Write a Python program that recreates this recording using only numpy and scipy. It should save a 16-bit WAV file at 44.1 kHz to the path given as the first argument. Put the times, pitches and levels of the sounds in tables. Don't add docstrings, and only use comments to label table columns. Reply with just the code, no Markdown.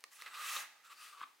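import sys
import numpy as np
from scipy import signal
from scipy.fft import rfft, irfft, next_fast_len
from scipy.io import wavfile

SR = 44100
rng = np.random.default_rng(int(sys.argv[2]) if len(sys.argv) > 2 else 0)


def dump(signal):
    limited = np.clip(np.atleast_2d(signal).T, -1, 1)
    pcm = np.round(limited * 32767).astype(np.int16)
    wavfile.write(sys.argv[1], SR, pcm)


N = 61739

# f/Hz, level/dB
HUSH_COLOUR = [(25, -40), (60, -20), (130, -14), (260, -5), (500, -1), (700, 0.5), (880, 5.5), (1200, -1),
               (1550, 4), (2100, 3.5), (3200, -0.5), (6000, -2.5), (10000, -7), (15500, -8)]
# t/s, level/dB, treble tilt/(dB per octave)
TICK_HITS = [(.0073, -50.5, 5.5), (0.0397, -32, -1), (0.221, -42, 14), (0.2216, -34, -3),
             (0.2622, -41.5, -4), (0.2755, -46, -7), (0.349, -42, -2.5), (0.5654, -36, -3.5)]
# f/Hz, level/dB
TICK_COLOUR = [(40, -32), (200, -27.5), (500, -10.5), (750, -27.5), (1180, 2), (1400, -13), (1900, 1),
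               (2600, -4), (3200, -12), (4000, -3.5), (5100, -4.5), (6800, -12.5), (10800, -11),
               (12800, -25), (14500, -16), (15800, -32)]
# peak t/s, rise/s, fall/s, ring f/Hz, then level/dB of hollow ring, upper ring, rasp, hiss
SHORT_NUDGES = [(.132, 0.028, 0.038, 1160, -71.5, -67.5, -67.5, -61.5),
                (.162, 0.015, 0.066, 1210, -74, -70, -65.5, -61.5),
                (.21, 0.032, 0.12, 1247, -61.5, -62.5, -60, -62),
                (0.265, 0.0097, 0.035, 1280, -55.5, -52.5, -54.5, -64.5),
                (.855, 0.027, 0.066, 1340, -63, -72.5, -67, -67.5),
                (0.919, 0.03, 0.038, 1206, -56, -63.5, -59.5, -63),
                (1.04, 0.1, 0.12, 1226, -59.5, -63.5, -59, -59.5),
                (1.129, 0.005, 0.046, 1220, -58, -80, -65, -67.5),
                (1.204, 0.068, 0.036, 1150, -56, -69, -63, -69),
                (1.233, 0.043, 0.019, 1240, -55, -67, -60.5, -68.5),
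                (1.27, 0.047, 0.055, 1050, -69, -72, -73.5, -75.5)]
# t/s, then level/dB of hollow ring, upper ring, rasp, hiss
LONG_TURN = [(0.3, -60, -64, -66.5, -69), (0.334, -55, -61.5, -61.5, -63.5),
             (0.344, -53, -58.5, -52.5, -61), (0.388, -51, -58, -54.5, -55.5),
             (0.483, -49.5, -49, -46.5, -46.5), (0.557, -47, -49, -47.5, -44.5),
             (0.564, -47, -48.5, -45, -45.5), (0.61, -53, -50.5, -50.5, -49),
             (0.638, -51.5, -55.5, -56.5, -57), (0.684, -71.5, -64, -66.5, -69.5),
             (0.752, -73, -71.5, -75, -78.5), (0.812, -75.5, -75, -78.5, -86), (0.83, -88, -73.5, -84, -90)]
# f/Hz, level/dB
HOLLOW_COLOUR = [(30, -72), (120, -57), (260, -38.5), (500, -24.5), (680, -31), (830, -23), (950, -15),
                 (1120, -5), (1220, 1.5), (1340, -5), (1480, -8.5), (1650, -12.5), (1900, -32), (4000, -46)]
UPPER_COLOUR = [(300, -71), (520, -24.5), (750, -26.5), (1350, -18.5), (1640, -1.5), (1780, -5.5),
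                (1950, -0.5), (2150, -4.5), (2500, -17.5), (5000, -32.5)]
RASP_COLOUR = [(300, -61), (1500, -30), (2150, -11.5), (2400, 0), (2660, 0), (3000, -0.5), (3400, -4),
               (3780, -1.5), (4150, -5), (4500, -7), (5000, -8), (6200, -22.5), (15000, -41)]
HISS_COLOUR = [(1000, -49), (3500, -19), (5300, -2), (6300, 0), (7000, -1), (7800, -0.5), (9200, -2.5),
               (10400, -3), (12500, -5.5), (15500, -7.5)]
# f/Hz, width/Hz, boost/dB
BLOCK_RESONANCES = [(823, 14, 5), (1234, 23, 2.5), (1654, 30, 1), (1925, 32, 1), (2330, 31, 2),
                    (2400, 13, 4.5), (2560, 52, 3.5), (2665, 76, 3), (3840, 220, -1), (4370, 230, 2)]
# f/Hz, side level/dB compared with the middle
RUB_WIDTH = [(60, -20), (250, -12), (600, -2.5), (1200, -14.5), (2500, -11.5), (5000, -13), (14000, -11)]
# t/s, level/dB
MAT_DRAG = [(.2, -87), (.265, -72), (.38, -71.5), (.5, -73), (.575, -58), (.63, -63.5), (.7, -75),
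            (.78, -77.5), (.86, -100)]
# f/Hz, level/dB
MAT_COLOUR = [(60, -44), (160, -20.5), (270, -9), (400, -25), (500, -5.5), (700, -0.5), (850, 8.5),
              (1000, -5), (1400, -24), (5000, -53)]
# peak t/s, half length/s, f/Hz, half width/Hz, level/dB
HISS_ZIPS = [(0.157, .022, 10250, 600, -64.5), (0.155, 0.015, 6100, 450, -77),
             (.2153, .0022, 4430, 2200, -52), (0.358, 0.1, 7940, 700, -67), (0.408, 0.12, 3820, 400, -62),
             (.46, 0.07, 7750, 700, -62.5), (0.564, 0.084, 6400, 1200, -52.5),
             (0.568, 0.017, 3760, 705, -47), (0.895, .06, 7700, 1000, -73.5),
             (1.026, 0.043, 9300, 805, -65.5), (1.03, 0.13, 4730, 704, -67), (1.102, 0.1, 8550, 790, -72)]
# peak t/s, level/dB, f/Hz, contact/s, overtone boost/dB,
# then the thud's level/dB, f/Hz and time to fade by 60 dB/s
BLOCK_KNOCKS = [(0.567, -34, 1220, 0.003, -12, -46, 560, .045),
                (1.2095, -51, 1400, 0.0018, 5, -80, 300, .01),
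                (1.2155, -34, 1160, 0.0016, -11, -53.5, 290, .02),
                (1.228, -47, 1300, 0.0013, 1, -80, 300, .01), (1.2316, -44, 1150, 0.001, 7, -74, 300, .01),
                (1.2367, -35.8, 1160, 0.0023, -10, -66, 270, .07),
                (1.24, -44, 1350, 0.0011, 1, -78, 340, .01), (1.2445, -46, 1170, 0.0015, -4, -80, 340, .01)]
# f/Hz, relative level/dB
BLOCK_OVERTONES = [(1150, -9), (1550, -5), (2130, -11.5), (2480, -12), (3220, -15.5), (3680, -15.5)]
# t/s, left minus right level/dB
BALANCE = [(.1, -1), (.4, -0.8), (.6, 0.2), (.8, -4), (.95, 1.4), (1.3, 1)]
# f/Hz, time to fade by 60 dB/s
ECHO_FADE = [(200, 0.53), (1500, 0.34), (5000, 0.69), (14000, 0.17)]

TIME = np.arange(N) / SR


def amp(db):
    return 10 ** (np.asarray(db) / 20)


def unit(x):
    return x / np.sqrt(np.mean(x ** 2) + 1e-20)


def along(points, hz):
    f, values = np.transpose(points)
    return np.interp(np.log(hz + 1), np.log(f + 1), values)


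def curves(rows):
    times, *columns = np.transpose(rows)
    return [np.interp(TIME, times, column) for column in columns]


def filtered(x, response):
    size = next_fast_len(N + SR // 2)
    return irfft(rfft(x, size) * response(np.fft.rfftfreq(size, 1 / SR)), size)[..., :N]


def room_hush(level_db=-70, side_db=-8):
    noise = filtered(rng.standard_normal((2, N)), lambda hz: amp(along(HUSH_COLOUR, hz)))
    mid, side = noise * amp([[0], [side_db]])
    return amp(level_db) * unit(np.array([mid + side, mid - side]))


def tick_ring(tilt_db, size=4096, travel_s=0.00067):
    hz = np.fft.rfftfreq(size, 1 / SR)
    treble_octaves = np.log2(np.maximum(hz, 1200) / 1200)
    log_gain = np.log(amp(along(TICK_COLOUR, hz) + tilt_db * treble_octaves))
    fold = np.r_[1, np.full(size // 2 - 1, 2), np.zeros(size // 2)]
    phase_lag = 4 * np.pi * travel_s * np.sqrt(1000 * hz)
    ring = irfft(np.exp(rfft(irfft(log_gain) * fold) - 1j * phase_lag))
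    return ring / np.abs(ring).max()


def tool_ticks(grit_db=-9, grit_fade_s=0.024):
    out, t = np.zeros(N + SR), np.arange(SR // 20) / SR
    for start, db, tilt_db in TICK_HITS:
        grit = rng.standard_normal(len(t)) * amp(-60 * t / grit_fade_s)
        force = (t == 0) + amp(grit_db) * grit / np.linalg.norm(grit)
        ring = signal.fftconvolve(tick_ring(tilt_db), force)
        out[round(start * SR):][:len(ring)] += amp(db) * ring
    return out[:N]


def rubbing(colour, pitch_ratio=1, slips_per_s=5000, spread_db=2.5, smooth_share=0.57):
    slips = (rng.random((2, N)) < slips_per_s / SR) * rng.standard_normal((2, N))
    slips *= amp(spread_db * rng.standard_normal((2, N)))
    rush = rng.standard_normal((2, N))
    force = np.sqrt(1 - smooth_share) * unit(slips) + np.sqrt(smooth_share) * rush

    def response(hz):
        boost_db = sum(db / (1 + (2 * (hz - f) / width) ** 2) for f, width, db in BLOCK_RESONANCES)
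        gain = amp(along(colour, hz / pitch_ratio) + boost_db)
        return np.array([gain, gain * amp(along(RUB_WIDTH, hz))])

    mid, side = filtered(force, response)
    return unit(np.array([mid + side, mid - side]))


def sliding_block(edge_fade_s=0.043, hollow_hz=1220):
    inside_turn_s = np.minimum(TIME - LONG_TURN[0][0], LONG_TURN[-1][0] - TIME)
    turning = np.clip(inside_turn_s / edge_fade_s + 1, 0, 1)
    gains = amp(curves(LONG_TURN)) * turning
    out = gains[0] * rubbing(HOLLOW_COLOUR) + amp(curves(MAT_DRAG)) * rubbing(MAT_COLOUR)
    powers = gains[1:] ** 2
    for peak, rise, fall, hz, hollow_db, *upper_db in SHORT_NUDGES:
        swell = np.exp(-2 * ((TIME - peak) / np.where(TIME < peak, rise, fall)) ** 2)
        out += amp(hollow_db) * swell * rubbing(HOLLOW_COLOUR, hz / hollow_hz)
        powers += (amp(upper_db)[:, None] * swell) ** 2
    for power, colour in zip(powers, (UPPER_COLOUR, RASP_COLOUR, HISS_COLOUR)):
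        out += np.sqrt(power) * rubbing(colour)
    return out


def edge_zips(edge_db=-17.5):
    out = np.zeros((2, N))
    for peak, length, hz, width, db in HISS_ZIPS:
        colour = [(hz / 4, -80), (hz - width, edge_db), (hz, 0), (hz + width, edge_db), (hz * 2, -80)]
        swell = np.exp(-2 * ((TIME - peak) / length) ** 2)
        out += amp(db) * swell * rubbing(colour)
    return out


def block_knocks():
    out = np.zeros(N)
    for peak, db, pitch_hz, contact, boost_db, thud_db, thud_hz, thud_fade_s in BLOCK_KNOCKS:
        swell = np.exp(-((TIME - peak) / contact) ** 2)
        ring = np.sin(2 * np.pi * pitch_hz * (TIME - peak))
        for hz, overtone_db in BLOCK_OVERTONES:
            ring += amp(overtone_db + boost_db) * np.sin(2 * np.pi * (hz * TIME + rng.random()))
        age = np.maximum(TIME - peak + contact, 0)
        onset = (1 - np.exp(-(age / contact) ** 2)) ** 2
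        thud = onset * amp(-60 * age / thud_fade_s) * np.sin(2 * np.pi * thud_hz * age)
        out += amp(db) * swell * ring + amp(thud_db) * thud
    return out


def room_echo(x):
    hz, t, noise = signal.stft(rng.standard_normal((2, SR // 2)), SR, nperseg=256)
    fade = amp(-60 * t / along(ECHO_FADE, hz)[:, None])
    tail = signal.istft(noise * fade, SR, nperseg=256)[1]
    return signal.fftconvolve(x[None], tail / np.linalg.norm(tail[0]), axes=1)[:, :N]


def scene(slide_echo_db=-14, hit_echo_db=-11):
    slide = sliding_block() + edge_zips()
    hits = tool_ticks() + block_knocks()
    balance_db, = curves(BALANCE)
    direct = (slide + hits) * amp([balance_db / 2, -balance_db / 2])
    echo = amp(slide_echo_db) * room_echo(slide.mean(axis=0)) + amp(hit_echo_db) * room_echo(hits)
    return direct + echo + room_hush()


def record(dry):
    return filtered(dry, lambda hz: hz < 15900)


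dry = scene()
out = record(dry)
dump(out)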